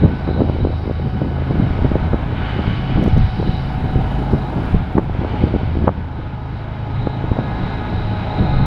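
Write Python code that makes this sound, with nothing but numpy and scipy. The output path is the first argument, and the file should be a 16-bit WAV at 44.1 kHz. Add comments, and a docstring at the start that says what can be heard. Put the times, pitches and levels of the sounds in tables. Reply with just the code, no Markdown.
"""Diesel-electric locomotives haul a long freight train up a grade, far across a dry valley.
Engine harmonics, blade-tone stacks and turbo whistles waver and fade as the moving air scatters them.
Filtered noise makes the exhaust, rolling wheels, singing rails and the scrape of flanges on the curve.
At the hillside microphone gusts rumble, rasp and thump as eddies cross its port, over a very faint high hiss.
A lens motor whirs, a few bright ticks ring, and the recorder ducks under the hardest peaks."""
import sys
import numpy as np
from scipy import signal
from scipy.fft import rfft, irfft, next_fast_len
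from scipy.io import wavfile
from scipy.ndimage import uniform_filter1d

SR = 44100
rng = np.random.default_rng(int(sys.argv[2]) if len(sys.argv) > 2 else 0)


def inscribe(sig):
    """Save sig as 16-bit PCM at rate SR to the path in sys.argv[1].

    A 1-D sig is mono; a 2-D sig holds one channel per row.
    Samples are clipped to [-1, 1] before scaling.
    """
    pcm = np.round(np.clip(np.atleast_2d(sig).T, -1, 1) * 32767)
    wavfile.write(sys.argv[1], SR, pcm.astype(np.int16))


N = 381899

CRANK_HZ = 26.5  # mean spacing of the engine harmonics

# how well the moving air carries the train's roar, relative levels: time_s, exhaust_db, wheels_db
TRAIN_CARRY = [(0.0, -35, -42.5), (0.55, -35, -46.5), (0.8, -40, -47.5), (1.25, -37.5, -46),
               (1.85, -33.5, -41), (2.25, -35, -43), (2.5, -34.5, -37), (3.05, -35.5, -36.5),
               (3.4, -37, -41.5), (4.1, -32, -43.5), (4.4, -32.5, -45), (4.65, -32, -42), (4.9, -39.5, -45),
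               (5.35, -31, -40), (5.75, -36, -43), (6.6, -34.5, -45), (7.6, -33, -43), (8.66, -29.5, -40)]
# locomotive whines and hiss, each fading by itself, relative levels:
# time_s, blower_low_partials_db, fan_high_partials_db, turbo_hiss_db
MACHINE_FADES = [(0.0, -38, -54, -56), (0.55, -38, -59, -46.5), (1.25, -40.5, -50, -51.5),
                 (1.85, -37, -46.5, -51), (2.5, -39, -49, -58), (3.45, -34, -51, -49.5),
                 (4.15, -32, -48, -54), (4.7, -39.5, -48.5, -56), (5.15, -34, -62, -70),
                 (5.6, -39, -49.5, -53), (6.2, -54, -49, -56), (7.0, -48, -47, -48),
                 (7.45, -38, -41, -47.5), (8.15, -40, -45.5, -45.5), (8.66, -29.5, -39, -45)]
# strength of the wind between its gusts, relative levels: time_s, microphone_rumble_db, deep_surge_db
WIND_STRENGTH = [(0.0, -28, -37), (0.7, -24.5, -35), (1.4, -23, -37), (1.6, -19.5, -33), (2.0, -24.5, -28),
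                 (2.3, -25, -23.5), (2.5, -25, -33), (2.9, -25.5, -28), (3.28, -31.5, -27),
                 (3.45, -26, -34), (3.65, -27.5, -29), (4.0, -27.5, -27.5), (4.5, -27, -35),
                 (4.74, -30, -27), (5.1, -29, -29.5), (5.7, -27, -27), (6.05, -28, -31),
                 (6.7, -35.5, -32.5), (7.25, -30.5, -28), (7.9, -25.5, -34), (8.66, -25.5, -20.5)]
# gusts that thump on the microphone, relative levels: time_s, thump_db, nominal_eddy_hz, gust_rumble_db
GUST_THUMPS = [(0.038, -6, 330, -11.5), (0.059, -7, 361, -12), (0.278, -12, 704, -25),
               (0.291, -8, 377, -25.5), (0.305, -16, 400, -30), (0.312, -10.5, 326, -29),
               (0.396, -11.5, 377, -34.5), (0.406, -4, 420, -29), (0.42, -2.5, 335, -16),
               (0.488, -15, 440, -23), (0.498, -5.5, 353, -25), (0.63, -11.5, 130, -29),
               (0.641, -18, 550, -33.5), (0.651, -1.5, 328, -36), (0.672, -7, 354, -27),
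               (0.698, -15, 240, -38), (0.858, -12.5, 280, -27), (0.877, -11.5, 330, -35),
               (0.898, -8, 395, -30), (0.912, -9.5, 307, -33), (0.999, -12.5, 378, -34),
               (1.217, -6.5, 310, -18), (1.422, -15, 380, -32), (1.502, -18, 368, -33),
               (1.509, -7.5, 253, -24), (1.556, -11, 300, -31), (1.595, -7, 130, -13.5),
               (1.708, -5.5, 114, -28), (1.792, -9, 400, -31), (1.823, -6, 170, -26), (1.847, -5, 347, -25),
               (1.853, -2.5, 278, -20.5), (1.917, -3, 246, -28), (1.956, -1, 400, -23),
               (1.967, -9.5, 430, -27), (2.134, -4.5, 400, -27), (2.143, -2, 205, -26.5),
               (2.325, -13, 312, -26), (2.592, -7, 262, -24.5), (2.681, -5.5, 158, -29),
               (2.899, -13.5, 400, -21), (2.96, -3, 140, -23.5), (2.973, -8.5, 480, -33),
               (2.983, -5, 170, -19), (2.994, -5, 210, -16), (3.029, -22, 290, -15),
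               (3.062, -9.5, 556, -23), (3.079, -2, 213, -23), (3.166, -9.5, 450, -38),
               (3.178, -6, 174, -33), (3.401, -4.5, 232, -22.5), (3.427, -5.5, 323, -31),
               (3.495, -7.5, 89, -23), (3.844, -15.5, 250, -28), (3.96, -4.5, 89, -21),
               (3.996, -6, 160, -24), (4.188, -9.5, 150, -35), (4.22, -10.5, 220, -21),
               (4.335, -0.5, 255, -16.5), (4.58, -13, 312, -16), (4.746, 0.5, 166, -30),
               (4.954, -5, 216, -27), (4.971, -5, 262, -24), (4.98, -4, 560, -25), (4.984, 4, 222, -20.5),
               (4.984, -4.5, 860, -34.5), (4.994, -3.5, 349, -26.5), (5.043, -13, 200, -39.5),
               (5.097, -12, 420, -38), (5.15, -12, 560, -41.5), (5.192, -8.5, 154, -22),
               (5.216, -10, 360, -35), (5.237, -11.5, 400, -29), (5.249, -6.5, 340, -27),
               (5.343, -11.5, 300, -27), (5.439, 0.5, 199, -17.5), (5.472, -11, 260, -28),
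               (5.541, -3.5, 278, -32), (5.55, -5.5, 253, -23), (5.562, -1, 234, -35),
               (5.612, -14, 520, -36), (5.632, -11, 250, -29.5), (5.755, -13, 330, -38),
               (5.771, -8, 199, -30), (5.825, -8, 200, -26), (5.844, -2, 200, -42), (5.877, 3.5, 460, -22),
               (5.88, 8, 640, -24), (5.881, -8, 1350, -38), (5.892, 2.5, 545, -27),
               (6.199, -18, 377, -20.5), (7.072, -2.5, 445, -24), (7.242, -8, 283, -25),
               (7.317, -1.5, 226, -32), (7.37, -9, 380, -34), (7.389, -4, 550, -18.5),
               (7.637, -8, 99, -20.5), (8.411, -7, 120, -18), (8.626, -19, 118, -29)]


def undb(db):
    """Decibels to gain."""
    return 10 ** (np.asarray(db) / 20)


def unit(x):
    """Scale to rms 1."""
    return x / np.sqrt(np.mean(x ** 2))


def curves(table):
    """The columns of a table after its times, joined by straight lines, at every sample."""
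    s, *columns = np.transpose(table)
    return [np.interp(np.arange(N) / SR, s, column) for column in columns]


def walk(rate):
    """Random levels held 1 / rate s and slewed twice; spread near 1."""
    hold = max(int(SR / rate), 2)
    steps = rng.standard_normal(2048).take(np.arange(N) // hold, mode="wrap")
    slewed = uniform_filter1d(steps, hold)
    return 1.32 * uniform_filter1d(slewed, hold)


def turning(db_per_s):
    """A steady change of level in dB, zero at mid-scene."""
    return db_per_s * (np.arange(N) - N / 2) / SR


def noise(spectrum):
    """Noise of rms 1 with a spectrum of (Hz, dB) points, falling 20 dB per octave beyond its ends."""
    size = next_fast_len(N)
    hz, db = np.transpose(spectrum)
    octave = np.log2(np.maximum(np.arange(size // 2 + 1) * SR / size, 1))
    beyond = np.abs(octave - np.clip(octave, np.log2(hz[0]), np.log2(hz[-1])))
    gain = undb(np.interp(octave, np.log2(hz), db) - 20 * beyond)
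    return unit(irfft(rfft(rng.standard_normal(size)) * gain, size)[:N])


def add(out, s, sound):
    """Mix a short sound in, centred on time s."""
    start = int(s * SR) - len(sound) // 2
    lo, hi = max(start, 0), min(start + len(sound), N)
    if hi > lo:
        out[lo:hi] += sound[lo - start:hi - start]


def swell(s, attack, release, shape):
    """A gain that grows to 1 at time s and dies away again, on a 1 ms grid; shape 1 is pointed, 2 is round."""
    t = np.arange(0, N, SR // 1000) / SR - s
    return np.exp(-np.maximum(-t / attack, t / release) ** shape)


def swells(events, attack, release, shape):
    """Joint gain of swells given as (s, dB), their powers added, at every sample."""
    power = sum((undb(db) * swell(s, attack, release, shape)) ** 2 for s, db in events)
    return np.interp(np.arange(N), np.arange(0, N, SR // 1000), np.sqrt(power))


def rotation(hz, wander):
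    """Phase of a governed shaft whose speed wanders slightly about its setting."""
    drift = walk(2)
    return 2 * np.pi * np.cumsum(hz * (1 + wander * (drift - drift.mean()))) / SR


def far_tone(phase, scatter, rate):
    """A tone of rms near 1 over a long path: the direct wave plus waves scattered by moving air."""
    phase = phase + 2 * np.pi * rng.random()
    in_step = (1 + scatter * walk(rate)) * np.sin(phase)
    out_of_step = scatter * walk(rate) * np.cos(phase)
    return (in_step + out_of_step) / np.sqrt(.5 + scatter ** 2)


def engines(fade_db=3.5):
    """The diesels under full load: harmonics locked to one wandering shaft, each scattered on its way over."""
    # the two loudest harmonics, fading apart on the way over the ground: time_s, harmonic_3_db, harmonic_5_db
    drone = [(0.0, -19.5, -29), (0.4, -23.5, -29.5), (0.85, -25.5, -33.5), (1.498, -22, -24),
             (2.3, -26.5, -36), (2.9, -33, -25), (3.4, -26.5, -29.5), (4.15, -37, -21), (4.9, -30, -36),
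             (5.7, -23, -33.5), (6.7, -30, -25), (7.2, -35, -26), (8.0, -34, -41), (8.66, -27.5, -20.5)]
    # even harmonics that follow the exhaust: multiple, level_db relative to the exhaust curve
    even_harmonics = [(2, 4.5), (4, 2.5)]
    # weaker harmonics at steady mean level: multiple, level_db
    overtones = [(6, -39), (7, -37), (8, -49.5), (9, -64), (10, -44), (14, -61.5)]
    phase = rotation(CRANK_HZ, wander=0.0029)
    exhaust, _ = curves(TRAIN_CARRY)
    levels = list(zip((3, 5), curves(drone)))
    levels += [(round(k), exhaust + db + fade_db * walk(2.8)) for k, db in even_harmonics]
    strong = sum(undb(db) * far_tone(k * phase, scatter=0.14, rate=7.5) for k, db in levels)
    weak = sum(undb(db) * far_tone(round(k) * phase, scatter=0.53, rate=4) for k, db in overtones)
    return strong + weak


def exhaust_and_turbo_hiss(exhaust_db=5.5, turbo_db=-3, throb=0.13, flutter_db=1.3, turbo_flutter_db=4.1):
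    """Exhaust gas and the turbochargers' narrow hiss: shaped noise, pulsing together at the engine rate."""
    # spectrum of the exhaust: frequency_hz, density_db
    gas_spectrum = [(30, -4.5), (60, 8.5), (130, 0.5), (250, 5.5), (450, -4.5), (580, -4.5), (700, -1.5),
                    (900, 0), (1150, -12), (1300, -10.5), (1480, -10.5), (1800, -20.5), (3000, -24.5)]
    # spectrum of the turbocharger hiss: frequency_hz, density_db
    hiss_spectrum = [(3300, -20), (3650, -4), (3860, 5), (3970, -2.5), (4090, 1), (4250, -14.5),
                     (5000, -41.5)]
    exhaust, _ = curves(TRAIN_CARRY)
    *_, turbo = curves(MACHINE_FADES)
    beat = 1 + throb * np.sin(rotation(CRANK_HZ, wander=0.0017))
    gas = noise(gas_spectrum) * undb(exhaust + exhaust_db + flutter_db * walk(4.5))
    intake = noise(hiss_spectrum) * undb(turbo + turbo_db + turbo_flutter_db * walk(7.5))
    return beat * (gas + intake)


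def blade_tones(hz, partials, low_db, high_db, scatter):
    """Multiples of one blade rate, shimmering with distance; those below and above 1 kHz fade apart."""
    phase = rotation(hz, wander=0.001)
    out = np.zeros(N)
    for k, db in partials:
        path_db = low_db if k * np.mean(hz) < 1000 else high_db
        out += undb(path_db + db) * far_tone(round(k) * phase, scatter, rate=14)
    return out


def fans(scatter=0.38, low_db=-6, turn_db_s=0.38, rear_hz=210.3):
    """Cooling fans of two units: stacks of blade tones at nearly one rate, beating against each other."""
    # blade rate of the leading unit's fans: time_s, rate_hz
    lead_speed = [(0, 210.5), (5, 210.2), (7, 209.3)]
    # partials of the leading unit's fans, relative levels: multiple, level_db
    lead_partials = [(2, -7), (4, -5), (6, -1), (8, -3), (10, -9), (12, -13)]
    # partials of the rear unit's fans, relative levels: multiple, level_db
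    rear_partials = [(3, -4.5), (4, -4.5), (5, -6.5), (6, -9.5), (7, -4.5), (8, -17.5), (9, -15.5),
                     (10, -15.5)]
    exhaust, _ = curves(TRAIN_CARRY)
    _, high, _ = curves(MACHINE_FADES)
    lead_hz, = curves(lead_speed)
    # the fans turn towards the microphone as the locomotives draw abreast
    low = exhaust + low_db + turning(turn_db_s)
    lead = blade_tones(lead_hz, lead_partials, low, high, scatter)
    return lead + blade_tones(rear_hz, rear_partials, low, high, scatter)


def blowers(scatter=0.48, high_db=-5, high_turn_db_s=-1.5):
    """Blowers whine as a stack of blade tones on a higher rate than the fans."""
    # blade rate: time_s, rate_hz
    speed = [(0, 375.3), (5, 375.2), (7.5, 373.6)]
    # partials, relative levels: multiple, level_db
    partials = [(2, -4.5), (3, -6.5), (4, -5.5), (5, -17), (6, -13.5), (8, -19)]
    _, wheels = curves(TRAIN_CARRY)
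    low, _, _ = curves(MACHINE_FADES)
    hz, = curves(speed)
    # the high partials turn away from the microphone as the locomotives draw abreast
    high = wheels + high_db + turning(high_turn_db_s)
    return blade_tones(hz, partials, low, high, scatter)


def turbos(level_db=-2.0, scatter=1.4, fade_db=2):
    """Each turbocharger whistles thinly, wavering in pitch and broken up by the air."""
    # mean whistle pitches of the leading and the rear unit: pitch_hz
    pitches = [3858, 3770]
    # the whistles come and go, relative levels: time_s, leading_unit_db, rear_unit_db
    whistle_levels = [(0, -58.5, -56), (0.45, -65, -67), (0.65, -61, -61), (0.9, -58, -58), (1.4, -64, -67),
                      (1.85, -58, -57.5), (2.3, -59.5, -61), (2.9, -57.5, -61), (3.5, -60, -62),
                      (4.3, -58, -66), (4.75, -60, -62), (5.0, -68, -72), (5.8, -64, -69), (6.3, -59, -67),
                      (7.0, -56.5, -61), (7.85, -53, -61), (8.66, -58, -56)]
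    out = np.zeros(N)
    for hz, db in zip(pitches, curves(whistle_levels)):
        gain = undb(db + level_db + fade_db * walk(7))
        out += gain * far_tone(rotation(hz, wander=0.003), scatter, rate=70)
    return out


def wheels_and_rails(wheels_db=2, flutter_db=1.3):
    """Wheels rolling on singing rails: two bands of noise that flutter and fade separately."""
    # spectrum of the rolling wheels: frequency_hz, density_db
    wheel_spectrum = [(700, -11), (1150, 0.5), (1450, 7), (1800, 0), (2200, 2), (2750, -4.5), (3150, -5),
                      (3600, -7), (4200, -13), (5000, -38.5)]
    # spectrum of the singing rails: frequency_hz, density_db
    rail_spectrum = [(3000, -18), (4000, -6), (4500, 7), (4950, 3), (5350, 0), (5750, -9.5), (6600, -24.5),
                     (8000, -34.5)]
    # how loudly the rails sing, before flutter: time_s, level_db
    rail_level = [(0, -57.5), (0.55, -57), (1.2, -59), (1.85, -57), (2.25, -62), (2.6, -58), (3.05, -55),
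                  (3.55, -52), (3.85, -59), (4.6, -60), (4.95, -62.5), (5.4, -58.5), (6.0, -60.5),
                  (6.8, -62), (7.8, -57.5), (8.66, -59.5)]
    _, wheels = curves(TRAIN_CARRY)
    rails, = curves(rail_level)
    rolling = noise(wheel_spectrum) * undb(wheels + wheels_db + flutter_db * walk(17))
    return rolling + noise(rail_spectrum) * undb(rails + flutter_db * walk(14.0))


def narrow_hiss_and_scrape(hiss_db=-13.5, flutter_db=4.0, scrape_db=0.5, judder_db=1.8):
    """A narrow hiss about the blowers' eighth partial, swelling with the broad scrape of biting flanges."""
    # spectrum of the narrow hiss near 3 kHz: frequency_hz, density_db
    hiss_spectrum = [(2650, -12), (2870, -2.5), (2990, 7.5), (3110, -3.5), (3450, -16.5)]
    # spectrum of the scraping rush: frequency_hz, density_db
    scrape_spectrum = [(1250, -9), (1500, -1.5), (1900, 0), (2300, 6), (2750, -3), (3250, -1), (3900, -9),
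                       (4700, -7.5), (5500, -34.5)]
    # flanges bite on the curve, relative levels: peak_s, narrow_hiss_db, scraping_db
    bite_events = [(0.5, -50, -51), (1.75, -56.5, -49.5), (2.48, -46, -43.5), (2.68, -47, -41),
                   (2.92, -47, -45), (3.2, -50, -52.5), (3.5, -47, -50.5), (5.3, -47, -43),
                   (5.44, -48.5, -41)]
    _, wheels = curves(TRAIN_CARRY)
    s, hisses, scrapes = np.transpose(bite_events)
    hiss_swells = swells(zip(s, hisses), attack=0.12, release=0.2, shape=1.0)
    rush = swells(zip(s, scrapes), attack=0.12, release=0.2, shape=1.0)
    strength = np.hypot(undb(wheels + hiss_db), hiss_swells)
    hiss = noise(hiss_spectrum) * strength * undb(flutter_db * walk(3.5))
    return hiss + noise(scrape_spectrum) * rush * undb(scrape_db + judder_db * walk(90))


def eddy(hz, turn):
    """One swing of pressure as an eddy crosses the port; small ones are quicker, turn sets push or pull first."""
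    t = np.arange(-int(2 * SR / hz), int(2 * SR / hz)) / SR
    pulse = np.exp(2j * np.pi * turn) / (1 - 2j * np.pi * hz * t / 3.5) ** 4
    return pulse.real * np.hanning(len(t))


def eddy_stream(hz, octaves, spread_db, count):
    """Eddies at random moments, scattered in size and quickness; rms 1."""
    out = np.zeros(N)
    moments = rng.random((count, 2))
    scatters = np.clip(rng.standard_normal((count, 2)), -2, 2)
    for (when, turn), (size, quick) in zip(moments, scatters):
        add(out, when * N / SR, undb(spread_db * size) * eddy(hz * 2 ** (octaves * quick), turn))
    return unit(out)


def buffets(parent_db=-5.0, parent_ratio=0.38, shed_db=-14, shed_ratio=1.92, lag_s=0.004104, count=3):
    """The strongest eddies thump singly; each rides on a larger, slower one and sheds a few quick ones."""
    out = np.zeros(N)
    draws = rng.random((len(GUST_THUMPS), 2 + 3 * count))
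    for (s, db, hz, _), (turn, parent_turn, *shed) in zip(GUST_THUMPS, draws):
        add(out, s, undb(db) * eddy(hz, turn))
        add(out, s, undb(db + parent_db) * eddy(hz * parent_ratio, parent_turn))
        for when, quick, twist in np.reshape(shed, (count, 3)):
            ratio = shed_ratio * 2 ** (quick - .5)
            gain = undb(db + shed_db) * shed_ratio / ratio  # quicker ones are weaker
            add(out, s + lag_s * (2 * when - 1), gain * eddy(hz * ratio, twist))
    # the port is too wide to feel the very smallest eddies
    return signal.sosfilt(signal.butter(3, 1900, fs=SR, output="sos"), out)


def wind(rumble_db=-3, eddies_db=-8, breeze_db=4, gust_db=4.5, rasp_db=-8, rasp_grain_db=3,
         gust_rumble_db=2.0, steady_db=-2, lull_db=2, tilt_db_octave=1, pivot_hz=295, build_s=0.029, die_s=0.026):
    """Turbulent rumble and small eddies on the microphone, raspier in gusts, over a deep surging breeze."""
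    # spectrum of the lasting breeze: frequency_hz, density_db
    breeze_spectrum = [(10, -18.5), (25, 5.5), (45, -4.5), (80, 0.5), (130, -1), (200, -11.5), (300, -30),
                       (600, -50)]
    # spectrum of the rumble: frequency_hz, density_db
    rumble_spectrum = [(20, -27.5), (50, -16), (90, 1.5), (180, 4.5), (280, -5), (500, -13.5), (1000, -33),
                       (2500, -51.5)]
    # spectrum of the rasp that only the gusts add: frequency_hz, density_db
    rasp_spectrum = [(120, -14.5), (290, 7), (550, -20.5), (900, -16.5), (1400, -34), (2500, -43.5)]
    steady, surge = curves(WIND_STRENGTH)
    s, _, hz, db = np.transpose(GUST_THUMPS)
    # gusts with quick eddies rasp more, those with slow ones rumble more
    tilt = tilt_db_octave * np.log2(hz / pivot_hz)
    # a gust swells up to its thump and drops away
    gusts = swells(zip(s, db - tilt / 2), build_s, die_s, shape=0.81)
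    rasps = swells(zip(s, db + tilt), build_s, die_s, shape=0.68)
    between = undb(steady + steady_db + lull_db * walk(5.9))
    flow = np.hypot(between, undb(gust_rumble_db) * gusts)
    eddies = eddy_stream(hz=152, octaves=0.55, spread_db=6, count=500)
    rumble = noise(rumble_spectrum) * undb(rumble_db + gust_db * walk(30))
    breeze = noise(breeze_spectrum) * undb(surge + breeze_db + 4.45 * walk(12))
    rasp = unit(noise(rasp_spectrum) * undb(rasp_grain_db * walk(220)))  # grains of a few milliseconds
    return flow * (rumble + undb(eddies_db) * eddies) + rasps * undb(rasp_db) * rasp + breeze


def crackle(level_db=-2):
    """Small quick eddies patter on the microphone in a random stream that rises and falls."""
    # strength of the patter, relative level: time_s, level_db
    patter_level = [(0, -29.5), (0.55, -24.5), (0.8, -31.5), (0.95, -42), (1.3, -32), (1.6, -33),
                    (1.9, -43), (2.3, -43.5), (2.7, -33), (3.05, -40), (3.6, -46), (4.3, -38), (4.85, -43),
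                    (5.25, -32), (5.8, -36), (6.05, -43.5), (6.7, -50), (7.3, -43), (7.8, -35),
                    (8.66, -33.5)]
    strength, = curves(patter_level)
    return undb(strength + level_db) * eddy_stream(hz=352, octaves=0.58, spread_db=3.5, count=650)


def lens_motor(grain_db=2.5):
    """A lens motor zooms: a faint whir of grainy noise that comes in, swells and fades out."""
    # spectrum of the whir: frequency_hz, density_db
    spectrum = [(4000, -11), (6500, -2), (7300, 0.5), (7900, -8.5), (8400, -1), (9100, -5), (10600, -1),
                (12600, -7.5), (13400, -12.5), (15000, -7)]
    # level before the grain: time_s, level_db
    motor_level = [(2.98, -93), (3.025, -63), (3.09, -71), (3.2, -71), (3.55, -70), (4.18, -65.5),
                   (4.45, -68.5), (4.74, -66), (4.8, -74), (5.05, -69), (5.3, -100)]
    motor, = curves(motor_level)
    return noise(spectrum) * undb(grain_db * walk(300)) * undb(motor)


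def ticks(level_db=-7, rise_ms=0.6, snap_db=-2, snap_ms=1.5):
    """Tiny bright ticks: a snap of noise, and modes that swell within a millisecond and ring."""
    # most come as the zoom starts; the last is the crack of an overloading thump.
    # relative levels: time_s, level_db
    events = [(3.028, -43), (3.039, -33), (3.064, -43), (3.084, -38), (3.132, -47), (3.181, -35.5),
              (4.984, -36)]
    # what they ring with, relative levels and nominal pitches: pitch_hz, level_db, t60_ms
    modes = [(5700, 1, 15), (6600, 1, 11), (7200, -2, 7.4), (9300, -4, 7.3), (10600, -12, 8),
             (12000, -3, 10), (14300, -3, 6)]
    out = np.zeros(N)
    ms = np.maximum(np.arange(-SR // 50, SR // 50) * 1000 / SR, 0)
    body = signal.butter(2, 6000, fs=SR, output="sos")
    rise = 1 - np.exp(-(ms / rise_ms) ** 2)
    for s, db in events:
        start_s = s - rise_ms / 1000
        burst = rng.standard_normal(len(ms)) * (ms > 0) * np.exp(-ms / snap_ms)
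        add(out, start_s, undb(db + snap_db) * signal.sosfilt(body, burst))
        for hz, mode_db, t60 in modes:
            pitch = hz * (1 + 0.048 * rng.standard_normal())
            ring = np.sin(2 * np.pi * pitch * ms / 1000) * undb(-60 * ms / t60)
            add(out, start_s, undb(db + mode_db + level_db) * ring * rise)
    return out


def thin_hiss(level_db=-75, follow=.4):
    """A very faint high hiss: shaped noise that gains follow dB per dB of wind between gusts."""
    # spectrum of the hiss: frequency_hz, density_db
    spectrum = [(2000, -7), (6000, -2), (7200, -4), (9000, 6), (11000, 3), (13000, 1), (15500, -8.5)]
    steady, _ = curves(WIND_STRENGTH)
    return noise(spectrum) * undb(level_db + follow * (steady - steady.mean()))


def scene():
    """The distant train behind the wind, in one channel."""
    train = engines() + exhaust_and_turbo_hiss() + fans() + blowers() + turbos()
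    train = train + wheels_and_rails() + narrow_hiss_and_scrape()
    at_microphone = buffets() + wind() + crackle() + lens_motor() + ticks() + thin_hiss()
    return (train + at_microphone)[None]


def gain_control(x, ceiling_db=-4, deepest_cut_db=5.5, recover_db_s=3, sense_hz=347, lag_s=0.0005):
    """The gain drops quickly by as much as a peak passes the ceiling, up to a limit, then creeps back."""
    # deaf to the bass
    sensed = signal.sosfiltfilt(signal.butter(2, sense_hz, "high", fs=SR, output="sos"), x)
    peak = np.abs(signal.hilbert(sensed, next_fast_len(N)))[..., :N]
    over_db = np.clip(20 * np.log10(peak + 1e-9) - ceiling_db, 0, deepest_cut_db)
    regained_db = recover_db_s * np.arange(N) / SR
    cut_db = np.maximum.accumulate(over_db + regained_db, axis=-1) - regained_db
    # it acts a moment late, so the front of a hard thump overloads
    keep = np.exp(-1 / (lag_s * SR))
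    return x * undb(-signal.lfilter([1 - keep], [1, -keep], cut_db))


def record(dry):
    """The recorder ducks under the hardest thumps and rounds them off; the top is cut at 15.7 kHz."""
    held = gain_control(dry)
    rounded = held / (1 + (held / 1.05) ** 4) ** (1 / 4)
    return signal.sosfilt(signal.ellip(8, .2, 70, 15700, fs=SR, output="sos"), rounded)


dry = scene()
out = record(dry)
inscribe(out)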